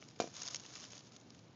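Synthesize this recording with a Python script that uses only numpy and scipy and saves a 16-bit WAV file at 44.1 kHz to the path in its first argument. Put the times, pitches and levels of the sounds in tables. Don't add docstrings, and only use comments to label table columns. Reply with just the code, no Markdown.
import sys
import numpy as np
from scipy import signal
from scipy.fft import rfft, irfft, next_fast_len
from scipy.io import wavfile

SR = 44100
rng = np.random.default_rng(int(sys.argv[2]) if len(sys.argv) > 2 else 0)


def generate_wav(sig):
    pcm = np.round(np.clip(np.atleast_2d(sig).T, -1, 1) * 32767).astype(np.int16)
    wavfile.write(sys.argv[1], SR, pcm)


N = 68355

# (s, length s, treble level dB, midrange level dB, ring Hz)
SCRATCHES = [(0.0161, 0.002, -58, -65, 5900), (0.0238, 0.002, -60, -52, 2800), (0.0374, 0.0018, -58, -79, 5000),
             (0.0814, 0.0017, -56, -72, 6700), (0.0857, 0.0018, -51, -62, 5400), (0.0982, 0.0057, -63, -72, 5500),
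             (0.1091, 0.0012, -58, -64, 4900), (0.1588, 0.0059, -62, -71, 5000), (0.1898, 0.0028, -54, -64, 4300),
             (0.2006, 0.0053, -39, -46, 4700), (0.2102, 0.0031, -43, -50, 4600), (0.2178, 0.002, -48, -55, 4700),
             (0.2228, 0.0011, -41, -48, 5500), (0.2746, 0.0019, -52, -58, 6100), (0.3396, 0.0012, -49, -63, 6400),
             (0.3475, 0.0075, -54, -70, 4100), (0.365, 0.0011, -43, -71, 6200), (0.4014, 0.0012, -46, -64, 6100),
             (0.4171, 0.0038, -41, -51, 6100), (0.4223, 0.0015, -45, -58, 6300), (0.4317, 0.0015, -40, -62, 6400),
             (0.4519, 0.0042, -48, -63, 6200), (0.4592, 0.0033, -45, -66, 6500), (0.4673, 0.0025, -44, -53, 5100),
             (0.4757, 0.0022, -37, -54, 5200), (0.4833, 0.0016, -38, -50, 6500), (0.5075, 0.0034, -48, -66, 6400),
             (0.5329, 0.0019, -46, -71, 6400), (0.5379, 0.001, -47, -70, 5200), (0.5447, 0.0024, -35, -44, 6400),
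             (0.5573, 0.002, -38, -55, 6600), (0.5648, 0.002, -42, -64, 6000), (0.5968, 0.0055, -52, -63, 6500),
             (0.6336, 0.0049, -57, -74, 4600), (0.6503, 0.0037, -55, -56, 3000), (0.6614, 0.0017, -50, -68, 5000),
             (0.7531, 0.0017, -43, -74, 6000), (0.7573, 0.0056, -53, -57, 3100), (0.7669, 0.004, -52, -66, 6200),
             (0.7988, 0.0019, -50, -61, 6400), (0.8047, 0.0023, -50, -62, 6200), (0.827, 0.0051, -57, -70, 4800),
             (0.84, 0.0012, -47, -51, 5100), (0.848, 0.0044, -52, -63, 5300), (0.9037, 0.0024, -57, -69, 6800),
             (0.9194, 0.0018, -50, -62, 6200), (0.9321, 0.0015, -50, -53, 5000), (0.9524, 0.0029, -56, -64, 6500),
             (0.9665, 0.0035, -55, -59, 2800), (0.9773, 0.0033, -50, -61, 4700), (0.9908, 0.0019, -52, -65, 6400),
             (1.0046, 0.0045, -58, -66, 4800), (1.1181, 0.0045, -59, -66, 5100), (1.163, 0.0024, -49, -64, 4600),
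             (1.1673, 0.002, -58, -79, 6100), (1.1982, 0.0032, -62, -74, 6800), (1.2112, 0.002, -58, -71, 5100),
             (1.3034, 0.0016, -52, -63, 5700), (1.3444, 0.0053, -63, -69, 3400), (1.3907, 0.0014, -57, -67, 5500)]
SLIPS_PER_S, SLIP_SPREAD_DB = 8600, 3
SCRATCH_ATTACK_S, SCRATCH_RELEASE_S = .0003, .0006
TREBLE_DB, MIDRANGE_DB = 1.5, 2
# (Hz, dB)
TREBLE = [(1500, -29.5), (2600, -17.5), (3300, -8.5), (4200, -8), (5300, -4.5), (6000, -2), (6650, 1.5), (7300, 2), (8800, -6), (10000, -43)]
MIDRANGE = [(150, -2), (400, 0.5), (1100, 2.5), (1800, 0.5), (2400, 2.5), (3100, 3.5), (4000, -21), (7000, -32.5)]
SCATTER_DB, SCATTER_S = -14, 0.0023
# (s, dB)
SCRAPING = [(0, -63), (.1, -70), (.13, -69), (.185, -70.5), (.21, -54.5), (.26, -55.5), (.3, -60.5), (.325, -62), (.365, -51.5), (.44, -53.5), (.5, -53), (.55, -53), (.58, -59.5), (.62, -59), (.68, -57.5), (.745, -55), (.79, -56), (.845, -54), (.87, -59.5), (.93, -58), (.985, -60.5), (1.03, -68.5), (1.075, -60.5), (1.105, -73), (1.14, -61.5), (1.19, -72), (1.28, -70.5), (1.38, -70.5), (1.43, -73.5), (1.55, -78)]
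# (Hz, dB)
GRIT = [(200, -8.5), (500, -6), (1200, -5), (1900, -9), (3000, -5.5), (3800, -4.5), (5200, -1), (6000, -1.5), (6700, 0.5), (7300, -0.5), (9000, -12.5)]
# (s, level dB, brightness as cut-off Hz)
KNOCKS = [(.2007, -23, 2450), (0.2181, -32.5, 1320), (0.2221, -44, 1500), (0.2316, -50, 725), (0.2408, -31.5, 560), (0.2623, -48, 550), (0.2741, -41, 700)]
# (Hz, dB, t60 s)
BODY = [(235, -26, 0.0093), (394, -11, 0.0073), (527, -1, .012), (695.4, -1.5, 0.031), (994, -9, 0.018), (1158, -18.5, .04), (1350, -13, 0.022), (1539, -19, .045), (2398, -9.5, 0.042), (4190, -7.5, 0.029), (5020, -5, 0.053), (5800, -1, 0.063)]
KNOCK_ECHO_DB, KNOCK_ECHO_S = -12, 0.018
# (Hz, dB)
RUMBLE = [(25, -31), (45, -34), (70, -7.5), (130, 3), (200, -0.5), (280, -1), (420, -6.5), (700, -11), (1100, -16.5), (2000, -21.5), (4000, -22), (7000, -33)]
RUMBLE_DB = -61.5
HUM_HZ, HUM_DB, HUM_WAVER_DB = 118.3, -73, 0.5
CUTOFF_HZ = 8850
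T = np.arange(N) / SR
ROLLOFF_HZ = 6950
LEAK_DB = -32
KNOCK_LOW_HZ = 183.6
CLAW_RING_DB, CLAW_RING_S = -13.5, 0.0021
GRAINS_PER_S, GRAIN_SPREAD_DB = 4000, 3
SCRAPE_FLUTTER_DB, FLUTTER_HZ = 1.5, 130


def from_db(db):
    return 10 ** (np.asarray(db) / 20)


def rms_one(x):
    return x / np.sqrt(np.mean(x ** 2) + 1e-20)


def colour(x, spectrum):
    size = next_fast_len(N + 8192)
    hz = np.maximum(np.arange(size // 2 + 1) * SR / size, 1)
    points = np.array(spectrum)
    gain = from_db(np.interp(np.log(hz), np.log(points[:, 0]), points[:, 1]))
    gain = gain / np.sqrt(np.mean(gain ** 2 * (hz < ROLLOFF_HZ)))
    cepstrum = irfft(np.log(gain), size)
    cepstrum[1:size // 2] *= 2
    cepstrum[size // 2 + 1:] = 0
    return irfft(rfft(x, size) * np.exp(rfft(cepstrum)), size)[:N]


def drift(hz):
    r = np.exp(-2 * np.pi * hz / SR)
    return rms_one(signal.lfilter([1], [1, -2 * r, r * r], rng.standard_normal(2 * N))[N:])


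def clicks(per_s, spread_db):
    sizes = from_db(spread_db * np.minimum(rng.exponential(1, N), 4))
    return sizes * rng.choice([-1, 1], N) * (rng.random(N) < per_s / SR)


def ring(x, hz, t60):
    r, w = from_db(-60 / (t60 * SR)), 2 * np.pi * hz / SR
    return signal.lfilter([0, r * np.sin(w)], [1, -2 * r * np.cos(w), r * r], x + 1e-18)


def scatter(x, level_db, decay_s):
    t = T[:SR // 5]
    tail = rng.standard_normal(len(t)) * np.exp(-t / decay_s) * (1 - np.exp(-2 * t / decay_s))
    return x + from_db(level_db) * signal.fftconvolve(x, tail / np.linalg.norm(tail))[:N]


def rasps(spectrum, levels_db, ring_db):
    slips, out = clicks(SLIPS_PER_S, SLIP_SPREAD_DB), np.zeros(N)
    t = T[:SR // 40]
    one_slip = colour(signal.unit_impulse(N), spectrum)[:len(t)]
    for (s, length, _, _, hz), db in zip(SCRATCHES, levels_db):
        start = int(max(s, 0) * SR)
        shape = np.minimum(t / SCRATCH_ATTACK_S, 1) * np.exp(-np.maximum(t - length, 0) / SCRATCH_RELEASE_S)
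        run = np.convolve(slips[start:start + len(t)] * shape, one_slip)[:len(t)]
        run = run + from_db(ring_db) * ring(run, hz, CLAW_RING_S)
        out[start:start + len(t)] += from_db(db) * run * np.linalg.norm(shape) / (np.linalg.norm(run) + 1e-9)
    return out


def scratches():
    _, _, treble_db, midrange_db, _ = np.transpose(SCRATCHES)
    return rasps(TREBLE, treble_db + TREBLE_DB, CLAW_RING_DB) + rasps(MIDRANGE, midrange_db + MIDRANGE_DB, ring_db=-34)


def scraping():
    grains = rms_one(clicks(GRAINS_PER_S, GRAIN_SPREAD_DB) * from_db(SCRAPE_FLUTTER_DB * drift(FLUTTER_HZ)))
    return colour(grains * from_db(np.interp(T, *np.transpose(SCRAPING))), GRIT)


def knock():
    force = np.zeros(N)
    for s, db, hz in KNOCKS:
        soft = signal.butter(2, min(hz, SR / 3), fs=SR)
        force += signal.lfilter(*soft, from_db(db) * signal.unit_impulse(N, int(s * SR)) + 1e-18)
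    body = sum(from_db(db) * ring(force, hz, t60) for hz, db, t60 in BODY)
    radiated = signal.lfilter(*signal.butter(2, KNOCK_LOW_HZ, "high", fs=SR), body)
    return scatter(radiated, KNOCK_ECHO_DB, KNOCK_ECHO_S)


def night_air():
    hum = np.sqrt(2) * np.sin(2 * np.pi * HUM_HZ * T + 0.8 * drift(4)) * from_db(HUM_DB + HUM_WAVER_DB * drift(17))
    return from_db(RUMBLE_DB) * colour(rng.standard_normal(N), RUMBLE) + hum


def scene():
    insect = scatter(scratches() + scraping(), SCATTER_DB, SCATTER_S)
    return (insect + knock() + night_air())[None]


def record(dry):
    thin = signal.sosfilt(signal.butter(3, 70, "high", fs=SR, output="sos"), dry)
    narrow = signal.sosfilt(signal.butter(28, ROLLOFF_HZ, fs=SR, output="sos"), thin)
    return signal.sosfilt(signal.ellip(10, .3, 80, CUTOFF_HZ, fs=SR, output="sos"), narrow + from_db(LEAK_DB) * thin)


dry = scene()
out = record(dry)
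generate_wav(out)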